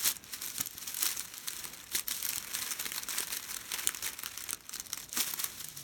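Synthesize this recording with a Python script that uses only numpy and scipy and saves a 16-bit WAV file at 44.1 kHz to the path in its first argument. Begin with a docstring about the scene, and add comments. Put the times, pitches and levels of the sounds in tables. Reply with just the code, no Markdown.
"""Thin tissue paper crackles as hands peel a sticker off it in a cardboard box and fold the sheet back.
Small creases are thousands of tiny noise puffs over a smooth slide; large ones are loud snaps,
some short and sharp, some longer like several creases close together.
Soft pushes on the box are longer puffs that ring the cardboard, and a low sine sinks at the end.
Faint coloured noise is the air of the soft room, and short tails of fading noise are its echo."""
import sys
import numpy as np
from scipy import signal
from scipy.fft import rfft, irfft, next_fast_len
from scipy.io import wavfile
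from scipy.ndimage import uniform_filter1d, map_coordinates

SR = 44100
rng = np.random.default_rng(int(sys.argv[2]) if len(sys.argv) > 2 else 0)


def unload_audio(sound):
    """Save the sound as a 16-bit wav file, at the path given as the first command line argument."""
    columns = np.transpose(np.atleast_2d(sound))
    # keep every value between -1 and 1, then stretch to whole-number steps
    steps = np.round(np.clip(columns, -1, 1) * 32767)
    wavfile.write(sys.argv[1], SR, steps.astype(np.int16))


N = 257103

# tone colour of the crisp part of the paper sound: f/Hz, relative level/dB
CRISP_COLOUR = [(1500, -20.5), (2500, -14.5), (3000, -4.5), (4200, -1), (4850, -7.5), (5350, 0),
                (6100, 0.5), (7700, -2.5), (8600, 0), (10400, -5.5), (12700, -0.5), (13900, -5),
                (17500, -4.5)]
# tone colour of the dull part, from larger folds: f/Hz, relative level/dB
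DULL_COLOUR = [(60, -29.5), (250, -5), (420, -8), (700, -13), (1000, -4), (1500, -1.5), (2400, -1),
               (3200, -5.5), (5000, -14)]


def amp(db):
    """Turn decibels into a plain amplitude factor."""
    return 10 ** (np.asarray(db) / 20)


def unit(x):
    """Scale a sound to an average strength (rms) of 1."""
    return x / np.sqrt(np.mean(x ** 2) + 1e-20)


def along(points, hz):
    """Read a curve of (Hz, value) points, joined by straight lines on a log pitch axis."""
    f, value = np.transpose(points)
    return np.interp(np.log(hz + 1), np.log(f + 1), value)


def curves(rows):
    """Draw each column after the time as a curve with one value per sample."""
    times, *columns = np.transpose(rows)
    t = np.arange(N) / SR
    return [np.interp(t, times, column) for column in columns]


def wobble(rate):
    """A smooth random curve through `rate` random points a second."""
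    knots = rng.standard_normal(int(N * rate / SR) + 4)
    return map_coordinates(knots, [np.arange(N) * rate / SR])


def filtered(x, response):
    """Multiply the spectrum of x by a response that depends on frequency."""
    size = next_fast_len(N + SR // 2)
    spectrum = rfft(x, size) * response(np.fft.rfftfreq(size, 1 / SR))
    return irfft(spectrum, size)[..., :N]


def coloured(x, points, size=2048):
    """Give x a tone colour with a filter that never sounds early; white noise keeps its power."""
    level = amp(along(points, np.fft.rfftfreq(size, 1 / SR)))
    # folding the cepstrum (the transform of the log spectrum) puts the filter's energy at its start
    cepstrum = irfft(np.log(level + 1e-3))
    cepstrum[1:size // 2] *= 2
    cepstrum[size // 2 + 1:] = 0
    pulse = irfft(np.exp(rfft(cepstrum)))
    return signal.fftconvolve(x, pulse / np.linalg.norm(pulse))[:N]


def bursts(times, gains, swell_s, ring_hz, ring_db, size):
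    """Each burst is a puff of noise that swells, dies and favours the pitch of its own spot."""
    u = np.arange(size) / SR / swell_s[:, None]
    puff = rng.standard_normal(u.shape) * u * np.exp(-u)
    f, centre = np.fft.rfftfreq(size, 1 / SR), ring_hz[:, None]
    ring = 1j * f * 0.19 * centre / (centre ** 2 - f ** 2 + 1j * f * 0.25 * centre)
    puff = irfft(rfft(puff) * (1 + amp(ring_db) * ring), size)
    puff *= (gains / np.linalg.norm(puff, axis=1))[:, None]
    at = np.round(times * SR).astype(int)[:, None] + np.arange(size)
    return np.bincount(at.ravel(), puff.ravel(), N + SR)[:N]  # add up overlapping puffs


def handling():
    """Crisp and dull crackle levels: a steady rustle plus tugs that swell, hold and let go."""
    # the sheet's rustle between tugs: t/s, crisp level/dB, dull level against crisp/dB
    rustle = [(0.0, -37.5, -9.5), (0.19, -58.5, -5), (0.29, -51, -6), (0.56, -42, -12), (0.7, -51.5, -9.5),
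              (0.8, -44.5, -9), (1.0, -44, -8), (1.28, -48, -7.5), (1.6, -44, -7.5), (1.85, -50, -5),
              (2.05, -66, -14), (2.45, -45, -4), (3.05, -44, -8), (3.68, -47, -4), (4.0, -47.5, -4),
              (4.5, -46, -6), (4.56, -56, -6), (4.68, -54.5, -6), (4.85, -50.5, -10), (5.1, -51, -17),
              (5.36, -45.5, -6.5), (5.83, -50, -12)]
    # hand tugs: t of full strength/s, time held/s, crisp level/dB, dull level against crisp/dB
    tugs = [(0.054, 0.03, -26.5, -11), (0.33, 0.017, -40.5, -7.5), (0.419, 0.057, -41.5, -9),
            (0.6, 0.012, -41, -8), (0.875, 0.014, -43, -8), (1.025, 0.041, -30, -10.5),
            (1.1, 0.023, -37.5, -8.5), (1.17, 0.047, -41.5, -9.5), (1.48, 0.047, -47, -10),
            (1.947, 0.015, -30.5, -10.5), (2.092, 0.091, -38, -12), (2.229, 0.14, -40, -8.5),
            (2.55, 0.018, -35, -9.5), (2.6, 0.22, -39.5, -6.5), (2.96, 0.03, -39.5, -5.5),
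            (3.12, 0.098, -36, -6), (3.311, 0.057, -38.5, -7.5), (3.489, 0.016, -39, -6.5),
            (3.732, 0.11, -41, -2.5), (4.05, 0.013, -34.5, -6.5), (4.72, 0.062, -43.5, -7),
            (4.929, 0.0034, -44.5, -9), (4.98, 0.051, -47, -8), (5.174, 0.035, -29.5, -8.5),
            (5.278, 0.0059, -34, -8), (5.39, 0.065, -38, -8.5), (5.58, 0.045, -45, -9.5),
            (5.77, 0.046, -47.5, -14)]
    rise_db_per_s, fall_db_per_s = 468, 298
    t = np.arange(N) / SR
    rest_db, share_db = curves(rustle)
    crisp_power = amp(rest_db) ** 2
    dull_power = amp(rest_db + share_db) ** 2
    for full_s, held_s, db, tug_share_db in tugs:
        before_s = np.clip(full_s - t, 0, 1)
        after_s = np.clip(t - full_s - held_s, 0, 1)
        below_db = rise_db_per_s * before_s + fall_db_per_s * after_s
        power = amp(db - below_db) ** 2
        crisp_power = crisp_power + power
        dull_power = dull_power + amp(tug_share_db) ** 2 * power
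    return np.sqrt(crisp_power), np.sqrt(dull_power)


def steady(x, seconds):
    """Even out the strength of x to about 1 over each short stretch, as if fed by a steady hand."""
    power = uniform_filter1d(x ** 2, int(seconds * SR))
    return x / np.sqrt(np.abs(power) + 1e-9)


def crackle(count=6000):
    """Many small creases buckle in clumps, unequal in size, pitch and length, as sheet slides on sheet."""
    # smooth slide against crackle, before clumping and a lift of the dull part: t/s, level/dB
    sliding = [(0, -4), (1.3, -3.5), (4.1, -7), (5.12, -16), (5.2, 0.5)]
    top_from_hz, bright_db, top_fade_power = 7500, -40.5, 0.35
    crisp_gain, dull_gain = handling()

    when, size, life, tilt, pitch = rng.random((count, 5)).T
    times = when * (N - 1) / SR
    clump_db = 3 * wobble(30) + 3 * wobble(110)
    # many small creases, few large ones
    size_db = clump_db[(times * SR).astype(int)] - 3.06 * np.log(1.006 - size)
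    tilt_db = 12 * (tilt - 0.5)  # makes each crease more crisp or more dull
    swell_s = 0.00022 + 0.00053 * life ** 2
    crisp_hz, dull_hz = 3300 * 4.5 ** pitch, 900 * 3.5 ** pitch
    crisp = bursts(times, amp(size_db - tilt_db), swell_s, crisp_hz, ring_db=9, size=320)
    dull = bursts(times, amp(size_db + tilt_db), swell_s + 0.00047, dull_hz, ring_db=6.5, size=480)

    slide_gain = amp(curves(sliding)[0] + 0.41 * clump_db)
    crisp_slide, dull_slide = slide_gain * rng.standard_normal((2, N))
    crisp = steady(coloured(unit(crisp) + crisp_slide, CRISP_COLOUR), 0.067)
    dull = steady(coloured(unit(dull) + 1.7 * dull_slide, DULL_COLOUR), 0.05)

    # crackle softer than bright_db loses its top faster than its level
    top = filtered(crisp, lambda hz: 1 / (1 + (top_from_hz / (hz + 1)) ** 4))
    top_kept = np.minimum(crisp_gain / amp(bright_db), 1) ** top_fade_power
    crisp = crisp - top * (1 - top_kept)
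    return crisp_gain * crisp + dull_gain * dull


def air():
    """The quiet room: coloured noise with a slightly unsteady level."""
    # tone colour of the room's air: f/Hz, relative level/dB
    air_colour = [(24, -34), (45, 0.5), (250, -2), (450, -8.5), (800, -11.5), (3000, -18.5), (17000, -59)]
    level = amp(-61 + 2.2 * wobble(9.8))
    return level * coloured(rng.standard_normal(N), air_colour)


def room(x, size=SR // 4):
    """Bedding and walls answer briefly, treble dying first; each quarter second gets a new random echo."""
    # how long the echo takes to fall by 60 dB: f/Hz, time/s
    decay = [(300, 0.25), (3000, 0.16), (15000, 0.02)]
    delay = 120  # samples before the echo starts
    out = np.zeros(N + 2 * SR)
    for start in range(0, N, size):
        hz, t, noise = signal.stft(rng.standard_normal(SR // 3), SR, nperseg=256)
        fade = amp(-60 * t / along(decay, hz)[:, None])
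        tail = signal.istft(noise * fade, SR, nperseg=256)[1]
        answer = signal.fftconvolve(x[start:start + size], tail / np.linalg.norm(tail))
        out[start + delay:][:len(answer)] += answer
    return out[:N]


def box():
    """Fingers and sheet push softly on the box: puffs of noise ring the cardboard briefly."""
    # pushes: t/s, level before a lift of 28 dB/dB, pitch of the pushed spot f/Hz
    nudges = [(0.053, -42, 390), (0.596, -35.5, 213), (0.748, -44.5, 260), (1.029, -42.5, 355),
              (1.944, -41, 373), (2.101, -45.5, 250), (2.371, -41.5, 223), (3.198, -37.5, 325),
              (3.86, -40.5, 366), (4.031, -45, 363), (4.786, -46, 284), (5.177, -34, 251),
              (5.269, -45, 336)]
    # ringing of the cardboard: f/Hz, width/Hz, level/dB
    card_rings = [(93, 92, 7), (234, 200, -1)]
    times, db, spot_hz = np.transpose(nudges)
    swell_s = np.full(len(times), 0.004)
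    pushes = bursts(times, amp(db + 28), swell_s, spot_hz, ring_db=8.5, size=2000)

    def cardboard(f):
        """Add up the cardboard's resonances, each strongest at its own pitch."""
        return sum(amp(db) * 1j * f * width / (centre ** 2 - f ** 2 + 1j * f * width)
                   for centre, width, db in card_rings)

    return filtered(pushes, cardboard)


def snaps():
    """Loud snaps, short and sharp or longer like several creases close together: crisp puff, dull pop."""
    # loud snaps: t/s, crisp level/dB, dull level against crisp/dB, favoured f/Hz, length (a plain number)
    loud_snaps = [(0.1672, -17, -13, 6900, 0.84), (0.24, -22.5, -11, 5900, 1.4),
                  (0.452, -16, -17, 14600, 2.6), (0.462, -12.5, -27, 12000, 0.94),
                  (0.5822, -10, -11.5, 7440, 0.6), (0.602, -9.5, -3, 6950, 6),
                  (0.609, -1.5, -29, 14500, 2.6), (0.659, -12, -25, 12600, 0.65),
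                  (0.67, -11.5, -30, 7550, 1.9), (0.7096, -19, -34, 16400, 0.65),
                  (0.7812, -15, -21, 13400, 0.49), (0.8745, -11, -15, 5900, 6.3),
                  (0.9437, -8.5, -16, 13100, 2.5), (0.968, -9.5, -18, 9050, 3.3),
                  (0.988, -10.5, -26, 8700, 2.5), (1.0287, 0, -28, 12300, 2.3),
                  (1.1952, -7, -19, 8900, 0.81), (1.3384, -18.5, -5, 4830, 1.3),
                  (1.38, -14, -24, 11800, 1.1), (1.474, -13, -8, 8900, 3.4),
                  (1.4837, -6.5, -20, 4650, 0.69), (1.506, -16, -11, 7900, 1),
                  (1.533, -15.5, -8, 9100, 0.4), (1.565, -17, -12, 8600, 1.9), (1.589, -17, -21, 7400, 3.4),
                  (1.641, -15.5, -6, 9200, 1.8), (1.653, -12, -7, 4200, 0.67), (1.983, -12, -8, 6600, 2.6),
                  (1.9947, -6, -13, 8900, 1.6), (2.0825, -5, -15, 12900, 1.6), (2.1091, -5.5, -11, 3980, 4),
                  (2.227, -7.5, -16, 12600, 1.2), (2.2498, -5, -21, 11700, 3),
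                  (2.265, -7, -13, 13200, 0.32), (2.2894, -4, -23, 12400, 1.9),
                  (2.3327, -12, -4, 8800, 1.1), (2.358, -8.5, -16, 8700, 1.3),
                  (2.3812, -6.5, -26, 8750, 0.93), (2.4263, -17.5, -8, 6200, 0.39),
                  (2.5514, -6.5, -10, 7200, 0.18), (2.7078, -10, -16, 6300, 1.3),
                  (2.854, -12, -2, 3800, 1.8), (2.8625, -10.5, -0.5, 4100, 3.6),
                  (2.9194, -11.5, -1.5, 8570, 0.85), (2.98, -8, -7, 4600, 1.9),
                  (3.0858, -9.5, -7.5, 3600, 1.7), (3.0932, -12, -21, 8800, 0.59),
                  (3.205, -5.5, -12, 9500, 1), (3.3035, -14, -6.5, 3700, 0.71),
                  (3.3277, -12, -6, 3900, 2.9), (3.3695, -12, -14, 5200, 2.6), (3.544, -11, -16, 7650, 1.2),
                  (3.566, -10.5, -9.5, 7300, 2.9), (3.718, -7.5, -10, 3870, 1.5),
                  (3.737, -10, -0.5, 6000, 3.5), (3.8734, 2, -17.5, 8200, 0.59),
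                  (3.8905, -8, -2.5, 7700, 0.92), (3.946, -11, -6, 6900, 2), (3.9709, -16, -12, 6500, 1.2),
                  (4.025, -13, -15, 5500, 1.9), (4.0753, -14, -1.5, 7500, 1.5),
                  (4.1904, -15.5, -5, 8900, 0.95), (4.2343, -11.5, -6.5, 11600, 1),
                  (4.2602, -7.5, -9, 15900, 0.35), (4.376, -11.5, -10, 6250, 0.46),
                  (4.407, -19, -10, 6700, 0.9), (4.4223, -18, -20, 8700, 1.6),
                  (4.4391, -13.5, -14, 12800, 1.4), (4.4914, -14, -5, 7300, 1.1),
                  (4.5065, -7.5, -15, 6700, 0.57), (4.53, -6.5, -8.5, 8560, 1.2),
                  (4.5462, -16.5, -21, 5800, 0.94), (4.6935, -15, -8, 6450, 1.3),
                  (4.7414, -14, -17, 6100, 0.79), (4.7975, -10, -10.5, 6300, 2.3),
                  (4.8685, -18.5, -20, 7750, 0.49), (4.9307, -7, -10, 6200, 1.6),
                  (4.9739, -15, -3, 8150, 2.9), (5.129, -12, -31, 6600, 0.83),
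                  (5.1735, -9.5, -4, 6300, 0.67), (5.3366, -5.5, -11, 13400, 2.8),
                  (5.393, -12, -11, 12200, 1.7), (5.4417, -5.5, -9.5, 8700, 2.2),
                  (5.6423, -12, -16, 10500, 5), (5.686, -14, -25, 14000, 0.73),
                  (5.7729, -15.5, -21, 9700, 1.5)]
    times, db, dull_db, crisp_hz, length = np.transpose(loud_snaps)
    fold_hz = 1700 * np.exp(0.51 * rng.standard_normal(len(times)))
    crisp_swell_s = 0.00053 * length
    dull_swell_s = 0.00028 * length + 0.00064
    crisp = bursts(times, amp(db), crisp_swell_s, crisp_hz, ring_db=6.0, size=800)
    dull = bursts(times, amp(db + dull_db), dull_swell_s, fold_hz, ring_db=1.5, size=1200)
    return coloured(crisp, CRISP_COLOUR) + coloured(dull, DULL_COLOUR)


def hum():
    """A soft low sine swells near the end while its pitch sinks ever faster."""
    start_s, swell_s = 5.57, 0.06
    start_hz, sag_hz_per_s2 = 155, 310
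    start_db, growth_db_per_s = -63, 15
    u = np.clip(np.arange(N) / SR - start_s, 0, 1)  # seconds since the hum began
    hz = start_hz - sag_hz_per_s2 * u ** 2
    fade_in = np.clip(u / swell_s, 0, 1)
    level = amp(start_db + growth_db_per_s * u + 0.83 * wobble(11.9))
    tone = np.sqrt(2) * np.sin(2 * np.pi * np.cumsum(hz) / SR)  # rms of 1
    return fade_in * level * tone


def scene():
    """Mix the paper and box with their room echo, the hum and the air."""
    near = crackle() + box() + snaps()
    echo = amp(-14.5) * room(near)
    return (near + echo + hum() + air())[None]


def record(dry):
    """Keep nothing above the band limit; the last 120 Hz below it fade out."""
    top_hz = 17230
    return filtered(dry, lambda hz: np.clip((top_hz - hz) / 120, 0, 1))


dry = scene()
out = record(dry)
unload_audio(out)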